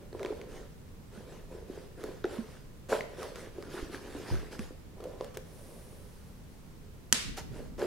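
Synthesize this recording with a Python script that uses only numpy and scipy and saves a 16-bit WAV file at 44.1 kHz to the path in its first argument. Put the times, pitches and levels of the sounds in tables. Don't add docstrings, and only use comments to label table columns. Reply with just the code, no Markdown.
import sys
import numpy as np
from scipy import signal
from scipy.fft import rfft, irfft
from scipy.io import wavfile
from scipy.ndimage import uniform_filter1d

SR = 44100
rng = np.random.default_rng(int(sys.argv[2]) if len(sys.argv) > 2 else 0)


def digitize_waveform(pressure):
    field = np.atleast_2d(pressure).T
    bounded = np.clip(field, -1, 1)
    quanta = np.round(bounded * 32767).astype(np.int16)
    wavfile.write(sys.argv[1], SR, quanta)


N = 346626
TIME = np.arange(N) / SR
SNAP_S = 7.1261

# time in seconds, favoured pitch in Hz.
GRIP_PITCH = [(0, 456), (1.6, 455), (2.3, 410), (2.95, 606), (3.3, 450), (3.85, 345), (4.6, 334),
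              (5.05, 513), (7.86, 460)]


def amp(db):
    return 10 ** (np.asarray(db) / 20)


def unit(x):
    return x / np.sqrt(np.mean(x ** 2) + 1e-20)


def unit_peak(x, size):
    return x / np.sqrt(uniform_filter1d(x ** 2, size, mode="constant").max() + 1e-20)


def decay(t, t60):
    return np.exp(-np.log(1000) * t / t60)


def curve_at(points, hz):
    f, value = np.transpose(points)
    return np.interp(np.log(hz + 1), np.log(f + 1), value)


def colour(x, points):
    length = x.shape[-1]
    gain = amp(curve_at(points, np.fft.rfftfreq(2 * length, 1 / SR)))
    return irfft(rfft(x, 2 * length) * gain)[..., :length]


def band(x, hz, spread):
    edges = [hz / spread, min(hz * spread, SR * .47)]
    return signal.sosfilt(signal.butter(1, edges, "band", fs=SR, output="sos"), x)


def resonate(x, hz, width_hz):
    turn = np.exp(2j * np.pi * np.cumsum(hz) / SR)
    pole = np.exp(-np.pi * width_hz / SR)
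    return 2 * (turn * signal.lfilter([1 - pole], [1, -pole], x / turn)).real


def add(mix, s, sound):
    part = mix[:, max(round(s * SR), 0):][:, :sound.shape[-1]]
    part += sound[..., :part.shape[1]]


def room_tone():
    # frequency in Hz, relative level in dB.
    spectrum = [(8.8, -27), (15, -1.5), (60, -5), (81, -5.5), (158, -6.5), (211, -10.5), (290, -15.5),
                (316, -16.5), (462, -18), (714, -26.5), (1040, -28), (1280, -30), (2490, -34.5),
                (5290, -38), (15500, -42)]
    # frequency in Hz, correlation between left and right.
    stereo_likeness = [(25, 1), (60, 0.76), (120, 0.29), (250, 0.62), (600, 0.29), (2000, 0.083),
                       (15000, -0.025)]
    hz = np.fft.rfftfreq(N, 1 / SR)
    left, other = rfft(rng.standard_normal((2, N))) * amp(curve_at(spectrum, hz))
    shared = np.clip(curve_at(stereo_likeness, hz), -.95, .95)
    right = shared * left + np.sqrt(1 - shared ** 2) * other
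    return unit(irfft(np.array([left, right]), N)) * amp([[-50], [-49]])


def slide(length):
    t = np.arange(0, 4 * length, 1 / SR)
    rise = 0.42 * length
    swell = np.sin(np.pi / 2 * np.minimum(t / rise, 1)) ** 0.61
    return swell * np.exp(-(np.maximum(t - rise, 0) / (length - rise)) ** 1.44)


def stick_slip(per_s, spread_db, smooth, width):
    catches = (rng.random((2, N)) < per_s / SR) * rng.choice([-1, 1], (2, N))
    sizes = amp(spread_db * np.minimum(rng.exponential(1, (2, N)), 3.5))
    mid, side = unit(catches * sizes) + smooth * rng.standard_normal((2, N))
    return np.array([mid + width * side, mid - width * side])


def wandering_contact(x, depth_db):
    spectra = signal.stft(x, SR, nperseg=512)[2]
    drift = uniform_filter1d(rng.standard_normal(spectra.shape[1:]), size=4, axis=0)
    drift = unit(uniform_filter1d(drift, size=7, axis=1))
    return unit(signal.istft(spectra * amp(depth_db * drift), SR, nperseg=512)[1][:, :N])


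def shoe_ring(ring_share, uneven_db):
    # pitch in Hz, relative level in dB, T60 in seconds before the hand damps it.
    modes = [(244, -2.5, 0.15), (291.5, -1.5, 0.091), (370.4, 5, 0.06), (428, 2, 0.078), (509.7, -2, .13),
             (566.8, -8, 0.23), (617, -13, 0.093), (770, 22, 0.0057), (979, 6.5, 0.069), (1460, -13, 0.33),
             (1740, -14, 0.012)]
    t = np.arange(SR // 4) / SR
    hz, db, t60 = np.transpose(modes)[:, :, None]
    db = db + uneven_db * rng.standard_normal(hz.shape)
    return (amp(db) * decay(t, t60 * ring_share) * np.cos(2 * np.pi * hz * t)).sum(0)


def upper_drone():
    slips = stick_slip(per_s=200, spread_db=2.5, smooth=0.63, width=0.18)
    ring = shoe_ring(ring_share=0.61, uneven_db=0)
    drone = signal.oaconvolve(slips, ring[None], axes=1)[:, :N]
    gripped = resonate(drone, np.interp(TIME, *np.transpose(GRIP_PITCH)), width_hz=238)
    return unit(band(gripped, hz=332, spread=1.66))


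def tock(hz):
    cycles = hz * np.arange(SR // 20) / SR
    return unit_peak(np.sin(2 * np.pi * cycles) * cycles * np.exp(-cycles / 1.5), size=88)


def creaks(per_s=150, centre_hz=1470):
    pitches = centre_hz * np.geomspace(0.6, 1.4, num=6)
    shape = (len(pitches), N)
    catches = (rng.random(shape) < per_s / len(pitches) / SR) * rng.uniform(-1, 1, shape)
    return unit(sum(signal.oaconvolve(row, tock(hz))[:N] for row, hz in zip(catches, pitches)))


def rubbing():
    # start in seconds, length in seconds, scuff level in dB,
    # the hand's weight on the upper in dB above the scuff.
    strokes = [(0.002, 0.088, -70, 15.5), (0.124, 0.33, -58.5, 15.5), (0.478, 0.17, -56.5, 7.5),
               (1.11, 0.15, -60, 8.5), (1.262, 0.16, -60, 9), (1.485, 0.16, -62.5, 13),
               (1.67, 0.21, -59.5, 9), (1.964, 0.22, -57, 10.5), (2.241, 0.055, -59, 17),
               (2.272, 0.17, -52.5, 7.5), (2.452, 0.17, -60.5, 3), (2.886, 0.11, -41.5, 10),
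               (3.07, 0.22, -60.5, 11), (3.167, 0.15, -50, 6.5), (3.339, 0.14, -52.5, 5),
               (3.52, 0.3, -61, 11.5), (3.687, 0.2, -50, 4.5), (3.909, 0.086, -50.5, 3),
               (3.978, 0.51, -53.5, 4.5), (4.255, 0.16, -49.5, 4.5), (4.509, 0.059, -50.5, 4.5),
               (4.582, 0.1, -53.5, 0), (4.961, 0.26, -63.5, 16), (5.178, 0.14, -60, 11.5),
               (5.34, 0.023, -53.5, -6), (7.366, 0.038, -43, -12.5), (7.511, 0.15, -57, 9),
               (7.776, 0.13, -48.5, 11)]
    # frequency in Hz, relative level in dB.
    scuff_eq = [(300, -28), (700, 0), (1000, -8), (1300, -3.5), (1700, -2.5), (2100, -7.5), (2500, -8.5),
                (3500, -9.5), (6000, -22.5), (16000, -68)]
    cloth_eq = [(1200, -19), (3000, -16), (4500, -2), (6000, -2.5), (7500, -6), (10000, -6), (12500, -13),
                (16000, -22.5)]
    power = np.zeros((3, N))
    for s, length, db, weight_db in strokes:
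        hiss_db = db - 4 - 0.15 * weight_db
        gains = amp([[db + weight_db], [db], [hiss_db]])
        add(power, s, (gains * slide(length)) ** 2)
    pressure, scuffing, hissing = np.sqrt(power)
    scuff = colour(stick_slip(per_s=900, spread_db=1, smooth=1.0, width=0.11), scuff_eq)
    scuff = wandering_contact(scuff, depth_db=2.5)
    cloth = colour(stick_slip(per_s=2100, spread_db=4.5, smooth=2.3, width=0.53), cloth_eq)
    cloth = wandering_contact(cloth, depth_db=4.0)
    return pressure * upper_drone() + scuffing * (scuff + amp(-6.5) * creaks()) + hissing * cloth


def crease_ticks():
    # start in seconds, relative tock level in dB, tock pitch in Hz, relative edge level in dB.
    ticks = [(0.129, -48, 4260, -62), (0.1948, -40, 1350, -56), (0.2307, -38.5, 2080, -50),
             (0.2488, -37, 3280, -53), (0.2599, -37, 2280, -52), (0.4147, -46, 2060, -56),
             (2.039, -68, 1580, -47.5), (2.241, -41.5, 3720, -63), (2.2428, -29, 1410, -68),
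             (2.254, -32.5, 726, -76), (2.381, -41, 1030, -74), (2.9259, -21.5, 1530, -59),
             (2.933, -28, 696, -64), (3.008, -26.5, 1960, -70), (3.23, -46, 1900, -46),
             (3.358, -42, 1400, -51), (3.6254, -47, 1240, -55.5), (3.946, -34, 1660, -62),
             (4.302, -35.5, 950, -61), (4.354, -40, 1380, -66), (4.5928, -43, 2440, -47),
             (5.005, -52, 1260, -62), (5.04, -62, 1130, -52.5), (5.21, -35.5, 990, -57),
             (5.245, -75, 3220, -54), (5.3723, -81, 1450, -43), (7.794, -46, 1900, -49),
             (7.818, -34.5, 1740, -50)]
    # frequency in Hz, relative level in dB.
    rattle_eq = [(350, 7), (700, 0), (1100, -3.5), (1700, 8), (2300, 2), (3500, -5.5), (6000, -11),
                 (16000, -80)]
    edge_eq = [(1500, 10.5), (3000, 1), (4500, 0), (7000, -2), (10000, -9), (16000, -21)]
    out, t = np.zeros((2, N)), np.arange(SR // 20) / SR
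    envelope = np.exp(-t / .0012) + .13 * np.exp(-t / .012)
    for s, tock_db, hz, edge_db in ticks:
        mid, side = rng.standard_normal((2, len(t))) * envelope
        burst = np.array([mid + 0.46 * side, mid - 0.16 * side])
        rattle = unit_peak(colour(burst, rattle_eq), size=88)
        edge = unit_peak(colour(burst, edge_eq), size=88)
        treble_db = min(.5 * (edge_db - tock_db + 10), 9)
        edge = colour(edge, [(5000, 0), (16000, treble_db)])
        add(out, s, amp(tock_db) * (0.58 * tock(hz) + 0.31 * rattle) + amp(edge_db + 8.5) * edge)
    return out


def finger_knocks():
    # time in seconds, relative level in dB.
    knocks = [(0.13, -40), (0.15, -32.5), (0.215, -33.5), (0.249, -28), (0.305, -27.5), (0.328, -31),
              (1.526, -40.5), (1.549, -38.5), (1.626, -40), (1.699, -37), (1.777, -36.5), (1.999, -48),
              (2.042, -32), (2.091, -35), (2.2455, -22), (2.922, -21.5), (2.931, -17.5), (2.944, -32),
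              (3.194, -44.5), (3.221, -41), (3.585, -31.5), (3.827, -32.5), (3.898, -38), (3.942, -36.5),
              (4.151, -32), (4.708, -40), (5.003, -39), (5.044, -36.5), (5.056, -33.5), (5.21, -28),
              (5.371, -32.5), (7.383, -37.5), (7.791, -33), (7.826, -24), (7.848, -28.5)]
    out = np.zeros((2, N))
    for s, db in knocks:
        hz = 0.88 * np.interp(s, *np.transpose(GRIP_PITCH))
        ring = band(shoe_ring(ring_share=0.77, uneven_db=6.5), hz, spread=1.4)
        focused = band(ring, hz, spread=1.2) + 0.063 * ring
        add(out, s - .001, amp(db - 2) * unit_peak(focused, size=176))
    return out


def sole_bumps():
    # start in seconds, relative level in dB, pitch in Hz, T60 in seconds.
    bumps = [(1.177, -43, 205, 0.073), (1.699, -43.5, 266, 0.044), (2.386, -30, 226, 0.095),
             (3.826, -32.5, 41.2, 0.071), (4.312, -30, 113, 0.033), (4.324, -37.5, 40.7, 0.36),
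             (4.328, -37.5, 133.5, 0.14), (4.592, -33.5, 215, 0.061), (4.731, -46, 42.6, 0.13),
             (7.127, -35, 232, 0.089), (7.508, -39.5, 120, 0.14)]
    out, t = np.zeros((2, N)), np.arange(SR // 3) / SR
    attack = 1 - np.exp(-t / 0.0024)
    for s, db, hz, t60 in bumps:
        thud = np.sin(2 * np.pi * hz * t) * attack * decay(t, t60)
        add(out, s, amp(db) * unit_peak(thud, size=220) * amp([[-3.5], [2]]))
    return out


def stand_wobble(hz=79.3, rise_s=0.0068):
    # start in seconds, gain in dB.
    jolts = [(4.318, -19), (4.6, -32)]
    out, t = np.zeros((2, N)), np.arange(SR // 2) / SR
    wobble = np.sin(2 * np.pi * hz * t) * (1 - np.exp(-t / rise_s)) * decay(t, t60=0.31)
    for s, db in jolts:
        add(out, s, amp(db) * np.array([-wobble, wobble]))
    return out


def lace_pull():
    # start in seconds, length in seconds, level of the weave's hiss in dB.
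    draws = [(5.434, 0.7, -65), (6.49, 0.14, -85)]
    # frequency in Hz, relative level in dB.
    rasp_eq = [(1000, -11.5), (3500, -19.5), (5000, -18), (6000, -17), (7500, -25), (10000, -27)]
    weave_eq = [(6000, -32), (8000, -14.5), (9400, -5), (10500, -8.5), (12000, -13), (16000, -37)]
    drive = np.zeros((2, N))
    for s, length, db in draws:
        speed = slide(length)
        add(drive, s, amp(db) * np.array([speed, speed ** 0.37]))
    sliding, rasping = drive
    threads = stick_slip(per_s=5500, spread_db=-1.5, smooth=0.94, width=0.34)
    rasp = amp(1.5) * rasping * unit(colour(threads, rasp_eq))
    hiss = sliding * unit(colour(threads, weave_eq))
    return rasp + hiss + amp(8.5) * sliding * upper_drone()


def tip_snap():
    # pitch in Hz, relative level in dB, T60 in seconds.
    modes = [(985, -21, 0.054), (1960, -7, 0.027), (3220, -10, 0.02), (5100, -4, 0.0098), (6080, 3, .008),
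             (6760, 6, 0.0045), (7960, 3, 0.0082), (10100, 0, 0.0064), (12600, 6, 0.0035)]
    # delay in seconds, left gain in dB, right gain in dB.
    echoes = [(.0007, -3.5, -31), (.0053, -26.5, -22), (.006, -21, -15), (0.0083, -23, -16),
              (0.0181, -27, -18), (.0222, -34, -29)]
    out = np.zeros((2, N))
    lag_s = np.array([[.00003], [0]])
    t = np.maximum(np.arange(SR // 30) / SR - lag_s, 0)
    ring = sum(amp(db) * decay(t, t60) * np.sin(2 * np.pi * hz * t) for hz, db, t60 in modes)
    crack = band(rng.standard_normal(t.shape), hz=6000, spread=4.4) * np.exp(-t / 0.0029)
    snap = amp(-1.5) * (1.5 * ring / abs(ring).max() + .3 * crack)
    snap = signal.sosfilt(signal.butter(3, 10500, fs=SR, output="sos"), snap)
    add(out, SNAP_S, snap * amp([[-1], [3]]))
    for delay, left_db, right_db in echoes:
        add(out, SNAP_S + delay, snap * amp([[left_db], [right_db]]))
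    return out


def tip_splash():
    # frequency in Hz, gain in dB.
    splash_eq = [(200, 7), (700, -10), (1500, 1.5), (3500, 0.5), (6000, -1), (9000, -2.5), (12000, -16.5),
                 (16000, -34)]
    impulse = np.zeros((2, N))
    impulse[:, round(SNAP_S * SR)] = amp(7.5)
    return colour(impulse, splash_eq)


def shoe_shift():
    # time in seconds, relative level in dB.
    fader = [(7.2, -60), (7.292, -47), (7.372, -54), (7.598, -52), (7.708, -55.5), (7.86, -54)]
    # frequency in Hz, relative level in dB.
    rumble_eq = [(15, -18), (35, 4.5), (70, -1), (130, -7), (230, -5), (330, -12), (1000, -50)]
    s, db = np.transpose(fader)
    gate = uniform_filter1d(1. * ((TIME >= s[0]) & (TIME <= s[-1])), size=600)
    rumble = unit(colour(rng.standard_normal((2, N)), rumble_eq))
    return gate * amp(np.interp(TIME, s, db) + 8) * rumble


def room_reverb(x, build_s=.02):
    # frequency in Hz, relative level in dB.
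    tail_eq = [(100, -22), (500, 5), (1500, -2), (4000, 2.5), (9000, 1), (16000, 2.5)]
    # frequency in Hz, T60 in seconds.
    decay_times = [(150, 0.51), (600, 0.48), (2000, 0.67), (5000, 0.53), (9000, 0.42), (15000, 0.55)]
    hz, t, spectra = signal.stft(rng.standard_normal((2, SR * 3 // 4)), SR, nperseg=256)
    hz = hz[:, None]
    spectra = spectra * amp(curve_at(tail_eq, hz)) * decay(t, curve_at(decay_times, hz))
    tail = signal.istft(spectra, SR, nperseg=256)[1]
    tail *= np.minimum(np.arange(tail.shape[1]) / SR / build_s, 1) ** 2
    return signal.fftconvolve(x, tail / np.linalg.norm(tail[0]), axes=1)[:, :N]


def scene():
    body = finger_knocks() + sole_bumps()
    surface = (rubbing() + lace_pull() + crease_ticks()) * amp([[-.4], [.4]])
    handling = body + surface
    reverb = room_reverb(amp(-8) * handling + tip_splash())
    return handling + shoe_shift() + stand_wobble() + tip_snap() + reverb + room_tone()


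def record(dry):
    clipped = np.clip(dry, -.88, .88)
    lowpass = signal.firwin(511, 15900, window=("kaiser", 9), fs=SR)
    return signal.oaconvolve(clipped, lowpass[None], "same")


dry = scene()
out = record(dry)
digitize_waveform(out)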